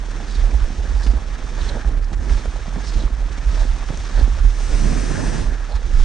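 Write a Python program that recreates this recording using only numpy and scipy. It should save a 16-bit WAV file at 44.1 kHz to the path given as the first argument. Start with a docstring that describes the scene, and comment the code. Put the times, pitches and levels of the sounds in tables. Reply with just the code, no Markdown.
"""A loaded sled booms as it is hauled over ridged, packed snow, with a two-port microphone on the load.
The load is a low swinging tone; the runners hiss and flutter as filtered grains that follow the drag.
Lumps knock, pop and grind as decaying tones and noise; crust snaps and packed snow crunches.
Boots crunch and squeak through narrow resonances ahead.
Late on, a gust of shaped noise buffets and rushes; a few short puffs catch mostly one port."""
import sys
import numpy as np
from scipy import signal
from scipy.fft import rfft, irfft, next_fast_len
from scipy.io import wavfile

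SR = 44100
rng = np.random.default_rng(int(sys.argv[2]) if len(sys.argv) > 2 else 0)


def persist_wave(psi):
    """Save psi, clipped to +-1, as 16-bit WAV."""
    counts = np.round(np.clip(psi, -1, 1) * 32767).astype(np.int16)
    wavfile.write(sys.argv[1], SR, np.atleast_2d(counts).T)


N = 266584
T = np.arange(N) / SR


def gain_of(db):
    """Decibels to gain."""
    return 10 ** (np.asarray(db) / 20)


def evened(x):
    """Scales to an rms of one."""
    return x / np.sqrt(np.mean(x ** 2) + 1e-20)


def in_time(rows):
    """The columns of a curve at every sample."""
    s, *columns = np.transpose(rows)
    return [np.interp(T, s, c) for c in columns]


def in_frequency(rows, hz):
    """The columns of a spectrum at the given frequencies, read along a log axis."""
    f, *columns = np.transpose(rows)
    return [np.interp(np.log(hz + 1), np.log(f + 1), c) for c in columns]


def add(mix, s, sound):
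    """Adds a stereo sound into the mix at time s."""
    part = mix[:, max(round(s * SR), 0):][:, :sound.shape[1]]
    part += sound[:, :part.shape[1]]


def panned(sound, left_db):
    """Spreads a sound over the ports with a level difference, keeping their mean."""
    gains = gain_of([[left_db / 2], [-left_db / 2]])
    return sound * gains / gains.mean()


def wander(rate_hz):
    """Smooth chance of unit rms, changing up to about the given rate."""
    step = 32  # samples between drawn points
    size = next_fast_len(N // step + 2)
    hz = np.fft.rfftfreq(size, step / SR)
    slow = irfft(rfft(rng.standard_normal(size)) / (1 + (hz / rate_hz) ** 4), size)
    return np.interp(T, np.arange(size) * step / SR, evened(slow))


def resonate(x, hz, width_hz):
    """A resonance of gain one that follows hz: shift down to zero, smooth, shift back."""
    turn = np.exp(2j * np.pi * np.cumsum(hz * np.ones(x.shape[-1])) / SR)
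    r = np.exp(-np.pi * width_hz / SR)
    return 2 * (turn * signal.lfilter([1 - r], [1, -r], x / turn)).real


def grains(per_s, spread_db, share):
    """Countless tiny fractures, plus sparse ones of uneven size that hold a share of the power."""
    size = gain_of(spread_db * np.minimum(rng.exponential(1, N), 4)) * (rng.random(N) < per_s / SR)
    sparse = evened(size * rng.choice([-1, 1], (2, N)))
    return np.sqrt(share) * sparse + np.sqrt(1 - share) * rng.standard_normal((2, N))


def heard(drive, spectrum, ports):
    """Colours two drives and blends them into the two ports; the mean of the ports has unit level."""
    size = next_fast_len(N + 4096)
    hz = np.fft.rfftfreq(size, 1 / SR)
    a, b = rfft(drive, size)
    same, left_db, lead = in_frequency(ports, hz)
    blend = same * a + np.sqrt(1 - same ** 2) * b
    left = blend * gain_of(left_db) * np.exp(1j * lead)
    colour = gain_of(in_frequency(spectrum, hz)[0]) / (1 + gain_of(left_db))
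    out = irfft(np.array([left, a]) * colour, size)[:, :N]
    return out / out.mean(0).std()


def bell(t, rise_s, fade_s):
    """A smooth rise and fall around t = 0, each side with its own length."""
    return np.exp(-.5 * (t / np.where(t < 0, rise_s, fade_s)) ** 2)


def swell(s, half_s):
    """A smooth rise and fall around time s."""
    shape = np.zeros(N)
    near = slice(*np.searchsorted(T, [s - 6 * half_s, s + 6 * half_s]))
    shape[near] = bell(T[near] - s, half_s, half_s)
    return shape


def swells(rows):
    """The joint gain of swells given as (s, level dB, half length s)."""
    return np.sqrt(sum((gain_of(db) * swell(s, half)) ** 2 for s, db, half in rows))


# bumps that jolt the load: widest_s, peak_db, half_length_s, pitch_hz
JOLTS = [(0.423, -11.5, 0.037, 37.2), (0.555, -10, 0.015, 48.2), (0.633, -7.5, 0.014, 35.1),
         (0.793, -16.5, 0.026, 47.1), (.961, -10.5, 0.056, 39.5), (1.092, -8, 0.016, 46.9),
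         (1.172, -14, 0.019, 53.4), (1.44, -16, 0.017, 36.4), (1.681, -14.5, 0.08, 36),
         (1.877, -7, 0.014, 40.9), (2.001, -17.5, 0.062, 35.8), (2.176, -10.5, 0.032, 38.4),
         (2.314, -9.5, 0.016, 36.4), (2.356, -8.5, 0.02, 35.9), (2.479, -12.5, 0.0096, 48.5),
         (2.881, -18.5, 0.022, 45.1), (2.98, -8, 0.014, 39.1), (3.055, -11.5, 0.012, 38.7),
         (3.128, -12, 0.0084, 45), (3.211, -15, 0.045, 44.5), (3.476, -7.5, 0.018, 40.3),
         (3.572, -14, 0.034, 39.4), (3.622, -10, 0.015, 34.2), (3.707, -11.5, 0.019, 33.6),
         (3.992, -7, 0.012, 42), (4.197, -8.5, 0.029, 37.5), (4.233, -6, 0.013, 43),
         (4.302, -9, 0.014, 39.3), (4.359, -10.5, 0.0092, 43.7), (4.45, -10, 0.04, 36.3),
         (4.784, -10.5, 0.086, 34.7), (5.054, -16, 0.032, 36.7), (5.273, -12, 0.013, 41.6),
         (5.41, -9.5, 0.012, 35.6), (5.458, -15.5, 0.053, 32.1), (5.756, -12, .017, 45.7),
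         (5.944, -12.5, 0.014, 32.8), (5.994, -5.5, 0.066, 28.9)]
# colour of the load's rumble: freq_hz, relative_level_db
LOAD = [(8, -21), (20, -13), (28, -17.5), (50, 2.5), (62, -3.5), (80, -16.5), (110, -24.5), (200, -64.5)]
# how the ports hear the hull: freq_hz, likeness (0-1), left_minus_right_db, left_lead_rad
HULL_PORTS = [(60, 1, -11, 0.056), (130, 1, -7, 0.041), (300, 0.89, -9, 0.11), (800, 0.94, -6, 0.51)]
SWAY_HZ, SWAY_DB = 37.4, -23.5  # the load between jolts
RUMBLE_DB = -6.5  # relative to the sway
LOPSIDED = 0.061  # the lashings are stiffer one way, so wide swings gain an octave


def load():
    """The load sways at its low resonance and swings wide at each jolt, over a looser rumble."""
    # the shifting load never swings quite evenly
    clock = np.cumsum(np.exp(0.093 * wander(rate_hz=33.8))) / SR
    swing = gain_of(SWAY_DB + 3 * wander(rate_hz=16)) * np.cos(2 * np.pi * SWAY_HZ * clock)
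    power = np.full(N, gain_of(SWAY_DB) ** 2)
    for s, db, half, hz in JOLTS:
        near = abs(T - s) < 5 * half
        reach = gain_of(db) * bell(T[near] - s, half, 1.3 * half)
        swing[near] += reach * np.cos(2 * np.pi * hz * (clock[near] - np.interp(s, T, clock)))
        power[near] += reach ** 2
    octave = LOPSIDED * (2 * swing ** 2 - power)
    level = np.sqrt(power / 2)
    rumble = heard(rng.standard_normal((2, N)), LOAD, HULL_PORTS) * gain_of(RUMBLE_DB) * level
    return swing / level, panned(swing + octave, left_db=-6.5) + rumble


# colour of the scraping runners: freq_hz, relative_level_db
SCRAPE = [(300, -18), (600, -8), (900, -3.5), (1080, -2.5), (1300, -0.5), (1500, -4.5), (1800, -5),
          (2100, -7), (2450, -8), (2850, -14.5), (4500, -16.5), (9000, -46.5)]
# how the ports hear the snow: freq_hz, likeness (0-1), left_minus_right_db, left_lead_rad
SNOW_PORTS = [(583, 0.3, 7, 0.96), (830, 0.83, -4.5, -0.39), (970, 0.83, 3, 0.99), (1630, 0.93, 1, -0.55),
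              (2440, 0.51, -1.5, 0.0078), (4070, 1, -3, -0.52), (6500, 0.86, -1, 1), (7600, 0.6, -1, 0.21)]


def hull_ring(hz, width_hz):
    """Scraping grains ring one resonance of the hull."""
    rubbing = grains(per_s=500, spread_db=-1.0, share=0.48) * gain_of(2.2 * wander(rate_hz=14))
    ring = resonate(resonate(rubbing, hz, width_hz), hz, width_hz)
    return heard(ring, SCRAPE, SNOW_PORTS)


# how hard the runners bear on the snow, before the tugs: time_s, drag_db
DRAG = [(0, -1.3), (.2, 0.14), (.62, 0.5), (.9, 0), (1.28, -1), (1.55, 0.2), (1.77, 0.4), (2.06, -3.5),
        (2.21, -3), (2.31, 0), (2.8, -0.5), (3.28, -1.5), (3.55, .5), (4.4, 0.68), (5.3, -2.5),
        (5.62, -0.4), (5.86, -0.1), (6.03, 4)]
# rasps of hard crust that ring the hull: peak_s, hoarse_upper_ring_db, hollow_lower_ring_db, half_length_s
RASPS = [(0.162, -45, -52, 0.033), (0.435, -45.5, -56, 0.033), (0.62, -50, -46, 0.016),
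         (1.012, -42.5, -42, 0.021), (1.732, -44.5, -48, 0.16), (3.607, -46, -52, 0.055),
         (3.797, -69, -50, 0.03), (4.186, -42.5, -41, 0.032), (5.314, -40.5, -45.5, 0.21),
         (5.525, -39.5, -62, 0.028), (5.74, -63, -47, 0.029)]
# patches of lumpy snow that grind under the hull: peak_s, level_db, half_length_s
CLODS = [(.18, -37.5, 0.072), (.48, -36, 0.11), (.84, -46, 0.072), (1.11, -36.5, 0.071),
         (1.54, -39.5, 0.19), (1.76, -31.5, 0.026), (1.91, -34.5, 0.062), (2.28, -38.5, 0.18),
         (2.79, -37.5, 0.037), (3.01, -35, 0.057), (3.92, -38, 0.029), (4.11, -35.5, 0.018),
         (5.49, -31.5, 0.034)]
# colour of the hissing runners: freq_hz, relative_level_db
HISS = [(1200, -5.5), (2300, -2), (2900, -3), (3500, -1), (4600, -5), (5900, -1), (6500, -3), (7000, -8),
        (8200, -10), (9600, -15.5)]
# colour of the grinding lumps: freq_hz, relative_level_db
GRIND = [(40, -18), (95, 4.5), (150, -1), (230, -2.5), (400, -7.5), (600, -12.5), (850, -14), (1200, -35.5),
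         (3000, -55)]
SCRAPE_DB, HISS_DB, GRIND_DB = -44.5, -45, -40  # at a drag of 0 dB
SCRAPE_FOLLOWS, HISS_FOLLOWS, GRIND_FOLLOWS = 1, 2.27, 1  # dB per dB of drag
HOARSE_DB, HOLLOW_DB = -5.5, -11.5  # the hull's two rings, relative to the scrape
TUG_LEAD_S, TUG_HALF_S = 0.027, 0.055  # the harness pulls just before each boot takes the weight
RIDGES_PER_S, FLUTTER_DB = 18, 0.58
SKIM_FLUTTER, SKIM_BELOW_DB = 0.54, 0  # flutter gained per dB of drag below the skimming point


def runners(sway):
    """Snow crystals break under the runners as the drag and tugs vary; running light, they flutter more."""
    tugs_db = sum(tug_db * swell(s - TUG_LEAD_S, TUG_HALF_S) for s, *_, tug_db in STEPS)
    drag_db = in_time(DRAG)[0] + tugs_db
    flutter_db = FLUTTER_DB + SKIM_FLUTTER * np.maximum(SKIM_BELOW_DB - drag_db, 0)
    turns = np.cumsum(RIDGES_PER_S * (1 + 0.12 * wander(rate_hz=9.4))) / SR
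    crest = evened(np.cos(2 * np.pi * turns) + 0.21 * np.cos(4 * np.pi * turns))
    height = 1 + 1.08 * wander(rate_hz=28)  # no two ridges are alike
    pressure_db = flutter_db * crest * height + .5 * wander(rate_hz=19.0) + 0.077 * sway

    coarse = grains(per_s=420, spread_db=2.2, share=.4)
    rubbing = coarse * gain_of(0.5 * pressure_db + 1.6 * wander(rate_hz=23))
    scraping = gain_of(SCRAPE_DB + SCRAPE_FOLLOWS * drag_db)
    hoarse = np.hypot(scraping * gain_of(HOARSE_DB), swells((s, db, half) for s, db, _, half in RASPS))
    hollow = np.hypot(scraping * gain_of(HOLLOW_DB), swells((s, db, half) for s, _, db, half in RASPS))
    scrape = heard(rubbing, SCRAPE, SNOW_PORTS) * scraping
    scrape += hull_ring(hz=1668, width_hz=460) * hoarse
    scrape += hull_ring(hz=846, width_hz=320) * hollow

    fine = grains(per_s=700, spread_db=2.2, share=.3)
    hiss = heard(fine * gain_of(pressure_db), HISS, SNOW_PORTS)
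    hissing = gain_of(HISS_DB + HISS_FOLLOWS * drag_db)

    lumps = grains(per_s=260, spread_db=1.5, share=.5)
    grind = heard(lumps * gain_of(.5 * pressure_db + 1.0 * wander(rate_hz=47)), GRIND, HULL_PORTS)
    grinding = np.hypot(gain_of(GRIND_DB + GRIND_FOLLOWS * drag_db), swells(CLODS))
    return scrape + hiss * hissing + grind * grinding


# lumps that strike the hull: start_s, peak_db, pitch_hz
KNOCKS = [(0.704, -21.5, 180), (0.853, -23.5, 200), (1.065, -18, 186), (1.136, -22.5, 230),
          (1.848, -23, 140), (2.119, -21.5, 170), (2.452, -28, 198), (2.681, -20, 169), (2.765, -24.5, 190),
          (2.955, -27, 140), (3.036, -21, 297), (3.103, -25.5, 228), (3.652, -21, 254), (3.904, -14.5, 130),
          (4.192, -21, 247), (4.212, -19.5, 267), (4.278, -20.5, 242), (4.448, -23, 166)]
KNOCK_DROP, KNOCK_DROP_S = 0.95, 0.00078  # a knock starts this share above its pitch and sinks


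def knocks():
    """A lump gives the loaded hull one dead blow, a sinking thud, and crumbles."""
    out, t = np.zeros((2, N)), np.arange(SR // 10) / SR
    for s, db, hz in KNOCKS:
        turns = np.cumsum(hz * (1 + KNOCK_DROP * np.exp(-t / KNOCK_DROP_S))) / SR
        thud = np.sin(2 * np.pi * turns) * np.exp(-t / 0.0048)
        crumble = resonate(rng.standard_normal(len(t)), 510, width_hz=390)
        crumble = evened(resonate(crumble, 510, width_hz=390))
        blow = thud + 0.36 * crumble * np.exp(-t / 0.0019)
        add(out, s, panned(blow / abs(blow).max() * gain_of(db), left_db=-7.5))
    return out


POP_HALF_S = 0.0025
POP_SINK_S = 0.01205  # the hull carries high notes faster than low ones, so each pop chirps downward


def pop(hz):
    """One lump bursts: a few rough cycles that sink in pitch."""
    t = np.arange(-SR // 100, SR // 100) / SR
    turns = np.cumsum(hz * np.exp(-t / POP_SINK_S)) / SR + rng.random()
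    crumbs = evened(resonate(rng.standard_normal(len(t)), hz, hz))
    burst = np.sin(2 * np.pi * turns) + 0.34 * crumbs
    return panned(burst * bell(t, POP_HALF_S, POP_HALF_S), left_db=-6.5)


# large lumps that pop under the runners: loudest_s, tone_peak_db, pitch_hz (at the loudest)
POPS = [(.118, -39, 845), (.204, -33, 783), (.443, -29, 617), (.476, -32.5, 655), (.539, -37, 660),
        (2.458, -25.5, 527), (2.562, -32.5, 690), (2.66, -34, 650), (2.76, -31, 836), (2.807, -35, 780),
        (3.769, -35, 980), (3.831, -33.5, 990), (4.605, -33, 794)]
SMALL_POPS_PER_S = 45  # at random between the large ones
SMALL_POP_DB, SMALL_POP_HZ = -41, 680.6  # base level and pitch, varied for each pop


def pops():
    """Lumps burst under the runners: a few large ones, and many small ones that grow with the drag."""
    out, drag_db = np.zeros((2, N)), in_time(DRAG)[0]
    at = np.flatnonzero(rng.random(N) < SMALL_POPS_PER_S / SR)
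    size_db = 2.6 * np.minimum(rng.exponential(1, N), 2)
    octaves = 0.453 * rng.uniform(-1.977, 2, N)
    level_db = SMALL_POP_DB + drag_db + size_db
    small = [(T[i], level_db[i], SMALL_POP_HZ * 2 ** octaves[i]) for i in at]
    for s, db, hz in POPS + small:
        sound = pop(hz)
        add(out, s - sound.shape[1] / 2 / SR, sound * gain_of(db))
    return out


def dull_crunch(crumbs, hz):
    """Breaking snow: one broad, dull band, leaning toward the right port."""
    band = crumbs[0] + 0.25 * crumbs[1] * np.array([[1], [-1]])
    for _ in range(3):
        band = resonate(band, hz, width_hz=540)
    return panned(evened(band), left_db=-6.5)


# snow giving way under the load: loudest_s, level_db, swell_s, fade_s, centre_hz
CRUNCHES = [(1.095, -40.5, 0.019, 0.0059, 480), (1.15, -41, 0.011, .018, 457),
            (1.71, -36.5, 0.016, 0.015, 510), (1.772, -33, 0.02, 0.012, 490),
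            (3.01, -42.5, 0.033, 0.023, 448), (3.605, -38, 0.039, 0.021, 640),
            (4.205, -36.5, 0.024, 0.022, 480), (4.375, -35.5, .008, 0.0081, 546),
            (5.715, -38.5, 0.017, 0.017, 615)]


def crunches():
    """Packed snow gives way in a dense, dull crunch that builds and breaks off."""
    out, t = np.zeros((2, N)), np.arange(-SR // 8, SR // 8) / SR
    crumbs = grains(per_s=400, spread_db=2, share=.75)
    for k, (s, db, rise, fade, hz) in enumerate(CRUNCHES):
        body = dull_crunch(crumbs[:, k * len(t):(k + 1) * len(t)], hz)
        add(out, s + t[0], body * bell(t, rise, fade) * gain_of(db))
    return out


# bits of crust that snap or scuff: start_s, peak_db, pitch_hz, decay_s (of the crumbs)
SNAPS = [(1.067, -29, 1900, 0.0075), (1.351, -29, 1500, 0.0041), (1.846, -26, 800, 0.0036),
         (2.043, -36, 5000, 0.008), (2.229, -30.5, 880, 0.0041), (2.295, -26, 1300, 0.0058),
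         (3.889, -25.5, 1150, 0.0036), (3.945, -28.5, 2600, 0.0049), (3.974, -25, 6200, 0.0018),
         (5.767, -28, 990, 0.0027)]


def snaps():
    """Crust cracks with one sharp click and a short spray of crumbs."""
    out, t = np.zeros((2, N)), np.arange(SR // 12) / SR
    for s, db, hz, decay in SNAPS:
        spray = rng.standard_normal(len(t)) * np.exp(-t / decay)
        spray[0] = 4  # the click
        width = min(1.24 * hz, 2800)
        crack = resonate(resonate(spray, hz, width), hz, width)
        add(out, s, panned(crack / abs(crack).max() * gain_of(db), left_db=2.0))
    return out


# boots twisting in the snow: loudest_s, level_db, squeak_hz, swell_s, fade_s,
# tug_db (change of drag on the sled; below zero it eases)
STEPS = [(0.357, -44, 4200, 0.061, 0.033, 0), (1.0, -44, 5220, 0.024, 0.1, 0),
         (1.671, -42, 3860, 0.051, 0.04, 1.5), (2.36, -49, 5000, 0.14, 0.046, 2),
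         (2.895, -42.5, 4940, 0.053, 0.021, 1), (3.006, -44, 3830, 0.11, 0.03, 1.5),
         (3.6, -50, 4460, 0.15, 0.07, 1.5), (4.19, -43, 4070, 0.11, .022, 0.8),
         (4.789, -47.5, 4170, 0.041, 0.028, 1), (5.411, -48, 4000, 0.032, 0.032, 2.5),
         (5.77, -47, 3850, 0.088, 0.032, -2.5), (6.009, -51, 4500, 0.083, 0.037, -1.5)]


def boots():
    """Each boot packs cold snow: a stuttering, sinking crunch with a faint, wavering pair of squeaks."""
    out, t = np.zeros((2, N)), np.arange(-SR // 3, SR // 4) / SR
    grit = grains(per_s=400, spread_db=2.2, share=.6)
    crunch = grit * gain_of(2.5 * wander(rate_hz=29))
    waver = np.exp(0.0063 * wander(rate_hz=9.5))
    for k, (s, db, hz, rise, fade, _) in enumerate(STEPS):
        own = slice(k * SR // 3, k * SR // 3 + len(t))  # each step takes its own stretch of grit
        drive = crunch[0, own] + 0.091 * crunch[1, own] * np.array([[1], [-1]])
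        pitch = hz * np.exp(-1.3 * t)
        body = evened(resonate(resonate(drive, pitch, width_hz=2200), pitch, width_hz=10000))
        pair = [resonate(body, pitch * waver[own] * ratio, width_hz=140) for ratio in (.88, 1.05)]
        step = evened(body + 0.53 * evened(sum(pair)))
        add(out, s + t[0], panned(step * bell(t, rise, fade) * gain_of(db), left_db=-5.0))
    return out


# soles that slip with a short gritty squeak: loudest_s, level_db, pitch_hz
SLIPS = [(.357, -44, 4300), (1.617, -39, 3700), (1.694, -37, 4020), (3.005, -43, 4000)]
SLIP_HALF_S, SLIP_WIDTH_HZ = 0.0055, 890


def slips():
    """A sole lets go for an instant and the snow beneath it squeaks."""
    out, t = np.zeros((2, N)), np.arange(-SR // 20, SR // 20) / SR
    for s, db, hz in SLIPS:
        grit = resonate(rng.standard_normal(len(t)), hz, SLIP_WIDTH_HZ)
        grit = evened(resonate(grit, hz, SLIP_WIDTH_HZ))
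        squeak = grit * bell(t, SLIP_HALF_S, SLIP_HALF_S) * gain_of(db)
        add(out, s + t[0], panned(squeak, left_db=-9.5))
    return out


GUST_START_S, GUST_ATTACK_S, GUST_END_S, GUST_RELEASE_S = 4.363, 0.5, 5.6, 0.31


def wind_speed(lag_s):
    """The gust rises, holds and drops, 0 to 1; a lag delays both its start and its end."""
    rising = (T - lag_s - GUST_START_S) / GUST_ATTACK_S
    falling = (GUST_END_S + lag_s - T) / GUST_RELEASE_S
    return np.sin(np.pi / 2 * np.clip(np.minimum(rising, falling), 0, 1)) ** 2


# surges within the gust: peak_s, buffeting_db, half_length_s
SURGES = [(4.72, -30, 0.035), (4.865, -27.5, 0.071), (5.2, -26, 0.1), (5.36, -31, 0.052)]
# short puffs of wind that catch mostly one port: peak_s, gain_db, half_length_s, left_minus_right_db
PUFFS = [(2.206, -41.5, 0.023, -28), (2.288, -40.5, 0.038, -28), (2.774, -40, 0.04, -34),
         (5.26, -39.5, 0.068, 12)]
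# colour of the buffeting: freq_hz, relative_level_db
BUFFET = [(20, -19.5), (70, -4), (130, -1), (220, -3.5), (350, -9), (550, -15.5), (900, -25), (1500, -34),
          (4000, -50)]
# colour of the rush of air: freq_hz, relative_level_db
RUSH = [(400, -2.5), (800, -3), (1200, -1), (1750, 1.5), (2100, -4), (2500, -2), (3100, -7.5), (4500, -6),
        (6200, -1), (6900, -8.5), (8500, -8.5), (9700, -12)]
# how the ports hear the wind: freq_hz, likeness (0-1), left_minus_right_db, left_lead_rad
WIND_PORTS = [(100, 0.1, -20, -1.5), (192, 0.12, -14, 1.5), (301, 0.15, -8, 3), (600, 0.18, 0, 0.5),
              (1070, 0.49, 6, 0.3), (2020, 1, 1, -0.6), (4500, 0.93, 0.5, -0.5), (6500, 0.66, 0.5, -0.5),
              (9000, 0.89, -1.5, 0.6)]
BUFFET_DB, RUSH_DB = -27.5, -35  # at full wind speed, without the surges
BUFFET_POWER, BUFFET_LAG_S = 2.6, 0.037  # buffeting grows faster with wind speed than the rush, and trails it


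def gust():
    """Eddies hit the ports nearly on their own in the lows, in surges, under a rush of air."""
    eddies = heard(rng.standard_normal((2, N)) * gain_of(2.2 * wander(rate_hz=52)), BUFFET, WIND_PORTS)
    rush = heard(rng.standard_normal((2, N)) * gain_of(.5 * wander(rate_hz=31)), RUSH, WIND_PORTS)
    steady = gain_of(BUFFET_DB) * wind_speed(BUFFET_LAG_S) ** BUFFET_POWER
    buffeting = np.hypot(steady, swells(SURGES))
    rushing = gain_of(RUSH_DB) * wind_speed(0)
    stray = eddies[1, ::-1]  # backwards: like the eddies, but unrelated to them
    puffs = sum(panned(stray * swell(s, half) * gain_of(db), left_db) for s, db, half, left_db in PUFFS)
    return eddies * buffeting + rush * rushing + puffs


def scene():
    """Open snow throws nothing back: all sources arrive dry."""
    sway, boom = load()
    sled = boom + runners(sway)
    feet = boots() + slips()
    snow = crunches() + pops() + knocks() + snaps()
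    return sled + feet + snow + gust()


def record(dry):
    """The microphone rounds off the highest peaks; then the treble is cut at the band limit."""
    rounded = dry / (1 + (dry / .93) ** 10) ** (1 / 10)
    band_limit = signal.firwin(511, 9750, window=("kaiser", 9), fs=SR)  # cutoff in Hz
    return signal.oaconvolve(rounded, band_limit[None], "same")


dry = scene()
out = record(dry)
persist_wave(out)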